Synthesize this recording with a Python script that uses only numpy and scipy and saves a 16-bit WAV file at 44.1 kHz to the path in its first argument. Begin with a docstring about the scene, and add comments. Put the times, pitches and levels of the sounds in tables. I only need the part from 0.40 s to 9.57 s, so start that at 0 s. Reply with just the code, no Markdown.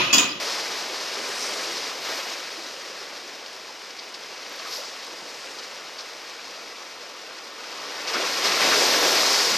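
"""Swell on a breakwater

Sea washes over concrete blocks, heard from just above. One wave drains away, foam fizzes and
water gulps in the gaps, then a bigger wave breaks and throws spray.
Big bubble clouds make the low roar, small bubbles the wash, falling drops the hiss."""
import sys
import numpy as np
from scipy import signal
from scipy.fft import rfft, irfft
from scipy.io import wavfile

SR = 44100
rng = np.random.default_rng(int(sys.argv[2]) if len(sys.argv) > 2 else 0)


def unload_wav(signal):
    """Save mono or channel-first audio to the path in sys.argv[1] as 16-bit WAV at rate SR, clipped to [-1, 1]."""
    wavfile.write(
        sys.argv[1],
        SR,
        np.round(np.clip(np.atleast_2d(signal).T, -1, 1) * 32767).astype(np.int16),
    )


N = 404397
TIME_S = np.arange(N) / SR
FREQ_HZ = np.maximum(np.arange(N // 2 + 1) * SR / N, 1)

# sea working against the blocks: (time [s], whitewater level [dB])
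SURGE_CURVE = [(0, -31.5), (.5, -35), (1.2, -33.5), (1.55, -36), (1.9, -37), (2.25, -39.5), (3.3, -43),
               (3.85, -42), (4.25, -39), (4.6, -41), (7.05, -43), (7.6, -36.5), (7.8, -30), (8.0, -29.5),
               (8.25, -24), (8.7, -24.5), (9.05, -25.5), (9.17, -28)]
# toppling crests: (start [s], lift of wash and spray [dB], rise [s])
BREAKER_LIFTS = [(1.63, 4, 0.079), (7.67, 3, 0.029), (8.035, 3.5, 0.022), (8.19, 1.8, 0.028)]
# surf colour: (frequency [Hz], gain [dB])
SURF_SPECTRUM = [(21, -73), (35, -45.5), (165, -19), (264, -9.5), (495, -1), (726, -5.5), (1110, -2.5),
                 (1420, -4.5), (2280, -4), (3120, -5.5), (5120, -2), (5860, -6.5), (7500, -18.5),
                 (9750, -19), (16500, -120)]
# fine mist colour: (frequency [Hz], gain [dB])
MIST_SPECTRUM = [(2940, -24), (5000, -27.5), (5760, -5), (9290, -17.5), (12200, -16), (14400, -23)]
# spray landing close by: (peak time [s], level [dB], Gaussian sigma [s], centre [Hz], width [Hz])
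SPRAY_SHOWERS = [(.1, -63, .25, 12300, 2000), (1.03, -42.5, 0.16, 6800, 4500),
                 (1.034, -30.5, 0.034, 5560, 1500), (1.75, -54, 0.13, 12500, 2500),
                 (4.353, -49, 0.05, 11800, 2200), (4.34, -37.5, .035, 5160, 1600),
                 (4.45, -39, 0.05, 4930, 2000), (5.052, -52, .2, 5900, 4000),
                 (8.43, -26.5, 0.043, 5200, 2400), (8.71, -42, 0.47, 12300, 2037),
                 (8.957, -25.5, 0.14, 4960, 2600)]
# sheets of water hitting concrete: (start [s], peak [dB], twice the rise [s])
WATER_SLAPS = [(.147, -19, .0036), (3.061, -26, .006), (3.504, -28, .007), (3.586, -23.5, 0.011),
               (3.74, -25, .009), (3.835, -26, .003), (4.31, -26, 0.055), (4.665, -28, .003),
               (5.186, -23, 0.0077), (5.581, -26, 0.024), (6.984, -28, .006), (7.241, -27, .003),
               (7.67, -21, .015), (7.73, -21.5, 0.021)]
# air pockets closing between blocks: (start [s], relative peak [dB], pitch [Hz], twice the rise [s])
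AIR_POCKETS = [(0.764, -33, 377, 0.032), (1.277, -28, 455, 0.02), (1.464, -30, 477, 0.026),
               (2.173, -34.5, 327, 0.022), (2.606, -35, 380, 0.025), (3.283, -34.5, 906, 0.026),
               (4.25, -28, 1185, 0.02), (4.383, -27, 538, 0.02), (5.047, -30.5, 530, 0.017)]
# heavy water striking the blocks: (start [s], level [dB], rise [s], centre [Hz], width [Hz])
WATER_THUMPS = [(.77, -39, 0.019, 403, 400), (1.25, -42, .04, 350, 400), (1.68, -37, 0.023, 477, 500),
                (7.738, -24, 0.015, 1050, 1280), (7.742, -30.5, .035, 434, 450),
                (8.035, -31.5, 0.027, 400, 400), (8.19, -46, 0.064, 177, 171), (8.22, -28, 0.12, 450, 450),
                (8.308, -22.5, 0.017, 990, 1300), (8.58, -30, 0.084, 497, 500),
                (9.11, -37.5, .023, 212, 199)]
# single drops landing close by: (start [s], peak [dB], pitch [Hz])
NEAR_DRIPS = [(3.132, -35, 8700), (4.095, -36, 12000), (4.128, -35, 12300), (4.161, -35, 12000),
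              (4.571, -42, 10300), (4.647, -39, 12000), (4.670, -32, 8100), (7.719, -29, 8500)]
# incoming crest spilling: (time [s], level [dB])
CREST_CURVE = [(0, -93), (5.3, -55), (6.0, -53), (7.0, -50), (7.4, -45), (7.75, -43), (8.0, -38),
               (9.17, -69)]
# two microphone ports: (frequency [Hz], left lead [rad], left minus right [dB], stray share [dB])
MIC_PORTS = [(60, .05, -2, -16), (180, 0.34, -1.3, -24), (450, 0.4, -1, -26), (850, 0.53, 0.1, -23),
             (1600, 0.42, 1.2, -18), (3000, 0.12, 1.5, -16.5), (5500, -0.096, 1, -22.5),
             (9500, -.07, 0, -18.5), (11000, -0.42, 0.5, -9), (11800, .4, -2, -5), (13500, 0, 0.5, -16)]

CALM_DB = -40  # whitewater between waves
ROAR_DB, ROAR_DB_PER_DB = -45.5, 0.97  # in the calm; slope against surge
SPRAY_DB, SPRAY_DB_PER_DB = -40.5, 1.123  # in the calm; slope against surge
MIST_DB, MIST_DB_PER_DB = -14.5, 0.042  # relative to spray; slope against thrown spray
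HEAVE_DB, HEAVE_HZ = 0.55, 4.2  # bubble clouds surface unevenly
SPRAY_FLIGHT_S = 0.059
CUTOFF_HZ = 14350


def from_db(db):
    """Decibels to gain."""
    return 10 ** (np.asarray(db) / 20)


def unit_rms(x):
    """Scale to unit power."""
    return x / np.sqrt(np.mean(x ** 2) + 1e-20)


def over_time(curve, delay_s=0):
    """A delayed curve at every sample."""
    times_s, values = np.transpose(curve)
    return np.interp(TIME_S - delay_s, times_s, values)


def over_frequency(rows):
    """Each column of a spectrum at every bin."""
    hz, *columns = np.transpose(rows)
    return [np.interp(np.log(FREQ_HZ), np.log(hz), column) for column in columns]


def band(x, spectrum, low_hz, high_hz):
    """Colour and band-limit with soft edges; unit RMS."""
    colour = from_db(over_frequency(spectrum)[0])
    edge_loss = (1 + (low_hz / FREQ_HZ) ** 12) * (1 + (FREQ_HZ / high_hz) ** 12)
    return unit_rms(irfft(rfft(x) * colour / np.sqrt(edge_loss), N))


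def drift(rate_hz):
    """Smooth random wander; unit RMS."""
    return unit_rms(irfft(rfft(rng.standard_normal(N)) / (1 + (FREQ_HZ / rate_hz) ** 2), N))


def resonate(x, hz, width_hz):
    """Two-pole resonance, unity peak gain."""
    radius = np.exp(-np.pi * width_hz / SR)
    feedback = [1, -2 * radius * np.cos(2 * np.pi * hz / SR), radius ** 2]
    return signal.lfilter(np.array([1, 0, -1]) * (1 - radius ** 2) / 2, feedback, x + 1e-18)


def resonate_twice(x, hz, width_hz):
    """Two equal resonances in series; unit RMS."""
    return unit_rms(resonate(resonate(x, hz, width_hz), hz, width_hz))


def burst(start_s, rise_s):
    """Envelope: rises to 1, then decays."""
    age = np.maximum(TIME_S - start_s, 0) / rise_s
    return age * np.exp(1 - age)


def impacts(per_s, spread_db):
    """Random clicks: many small, a few large."""
    sizes = from_db(spread_db * np.minimum(rng.exponential(1, N), 6))
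    return sizes * rng.choice([-1, 1], N) * (rng.random(N) < per_s / SR)


def bubbles(per_s, spread_db, low_hz, high_hz, q, clump_db, sizes=16):
    """Bubbles ring briefly at birth; each size comes in its own clumps."""
    births, size = impacts(per_s, spread_db), rng.integers(0, sizes, N)
    out = 0
    for k, hz in enumerate(np.geomspace(low_hz, high_hz, sizes)):
        ringing = resonate(births * (size == k), hz, hz / q)
        out += ringing * from_db(clump_db * drift(rate_hz=6.2))
    return unit_rms(out)


def surge_db(delay_s=0):
    """Sea strength relative to the calm."""
    return over_time(SURGE_CURVE, delay_s) - CALM_DB


def breaker_db():
    """Brief lift from each toppling crest."""
    return sum(db * burst(start_s, rise_s) for start_s, db, rise_s in BREAKER_LIFTS)


def roar():
    """Air clouds throb under the foam, over the blur of distant surf."""
    clouds = bubbles(per_s=900, spread_db=1.5, low_hz=130, high_hz=826, q=7.9, clump_db=1.5)
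    water = from_db(-2.5) * clouds + from_db(12.5) * rng.standard_normal(N)
    level_db = ROAR_DB + ROAR_DB_PER_DB * surge_db() + HEAVE_DB * drift(HEAVE_HZ)
    return from_db(level_db) * band(water, SURF_SPECTRUM, 25, 766)


def wash(churn_db):
    """Whitewater: thousands of small bubbles a second, swelling with the churn."""
    near = bubbles(per_s=5000, spread_db=2, low_hz=590, high_hz=3895, q=7.5, clump_db=0.56)
    water = near + from_db(7) * rng.standard_normal(N)
    level_db = CALM_DB + surge_db() + breaker_db() + churn_db
    return from_db(level_db) * band(water, SURF_SPECTRUM, 660, 3260)


def spray(churn_db):
    """Drops patter on water and concrete; more thrown gives a denser, smoother hiss."""
    thrown_db = SPRAY_DB_PER_DB * surge_db(SPRAY_FLIGHT_S) + breaker_db()
    per_s = 5200 * from_db(0.7 * thrown_db)
    drops = unit_rms(impacts(per_s, spread_db=2) / np.sqrt(per_s))
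    foam = drops + from_db(-0.5) * rng.standard_normal(N)
    foam *= from_db(churn_db + 0.68 * drift(rate_hz=30))
    pops = unit_rms(impacts(per_s / 4, spread_db=0.5) / np.sqrt(per_s))
    mist = from_db(MIST_DB + MIST_DB_PER_DB * thrown_db) * band(foam + pops, MIST_SPECTRUM, 6570, 17500)
    return from_db(SPRAY_DB + thrown_db) * (band(foam, SURF_SPECTRUM, 3430, 7080) + mist)


def rumble():
    """Faint, deep open sea; independent at each port."""
    ports = [resonate_twice(rng.standard_normal(N), hz=89, width_hz=70) for _ in range(2)]
    return from_db(-79.5) * np.array(ports)


def showers():
    """Fine spray lands in a soft, bright swish."""
    drops = impacts(per_s=12000, spread_db=4)
    out = 0
    for peak_s, db, sigma_s, hz, width_hz in SPRAY_SHOWERS:
        swell = np.exp(-0.5 * ((TIME_S - peak_s) / sigma_s) ** 2)
        out += from_db(db) * swell * resonate_twice(drops, hz, width_hz)
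    return out


def slaps():
    """A sheet of water lands as a tight cluster of drop impacts."""
    envelope = sum(from_db(db) * burst(start_s, span_s / 2) for start_s, db, span_s in WATER_SLAPS)
    drops = resonate(impacts(per_s=9000, spread_db=2.5), hz=4600, width_hz=2600)
    patter = band(drops, SURF_SPECTRUM, 1250, 9000)
    return envelope * patter / np.percentile(np.abs(patter), 99.5)


def gulps():
    """Trapped air rings hollow and unsteady, rising in pitch as it nears the surface."""
    waver = 0.08 * drift(rate_hz=76)
    out = 0
    for start_s, db, hz, span_s in AIR_POCKETS:
        glide = 0.47 * np.clip(TIME_S - start_s, 0, 0.1)
        phase_rad = 2 * np.pi * np.cumsum(hz * (1 + waver + glide)) / SR
        out += from_db(db - 7) * burst(start_s, span_s / 2) * np.sin(phase_rad)
    return out


def thumps():
    """Heavy water hits concrete and drives a hollow rush of air through the gaps."""
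    rush = impacts(per_s=6000, spread_db=1)
    return sum(from_db(db) * burst(start_s, rise_s) * resonate_twice(rush, hz, width_hz)
               for start_s, db, rise_s, hz, width_hz in WATER_THUMPS)


def drips(decay_s=0.00044):
    """A lone drop gives one tiny, bright tick."""
    out = 0
    for start_s, db, hz in NEAR_DRIPS:
        age_s = np.maximum(TIME_S - start_s, 0)
        out += from_db(db) * np.exp(-age_s / decay_s) * np.sin(2 * np.pi * hz * age_s)
    return out


def crest():
    """A spilling crest gargles in one range of bubble sizes."""
    spill = bubbles(per_s=2500, spread_db=0, low_hz=990, high_hz=1456, q=14, clump_db=4.5, sizes=6)
    return from_db(over_time(CREST_CURVE)) * unit_rms(resonate(spill, hz=1050, width_hz=900))


def block_scatter(t60_s):
    """Dense echoes off the jumbled blocks, as an all-pass frequency response."""
    echoes = rfft(rng.standard_normal(N) * from_db(-60 * TIME_S / t60_s))
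    return echoes / np.abs(echoes)


def scene():
    """Surf reaches both ports almost alike; scattered sound sets them apart."""
    churn_db = 0.5 * drift(rate_hz=22)
    sea = roar() + wash(churn_db) + crest() + spray(churn_db)
    sea += thumps() + gulps() + slaps() + drips() + showers()
    lead_rad, balance_db, stray_db = over_frequency(MIC_PORTS)
    sides = np.array([[1], [-1]])  # left, right
    stray = sides * from_db(stray_db) * block_scatter(t60_s=0.4)
    port_response = from_db(sides * balance_db / 2) * np.exp(0.5j * sides * lead_rad)
    return irfft(rfft(sea) * (1 + stray) * port_response, N) + rumble()


def record(dry):
    """Steep elliptic low-pass."""
    return signal.sosfilt(signal.ellip(12, 0.1, 90, CUTOFF_HZ, fs=SR, output="sos"), dry)


dry = scene()
out = record(dry)
unload_wav(out)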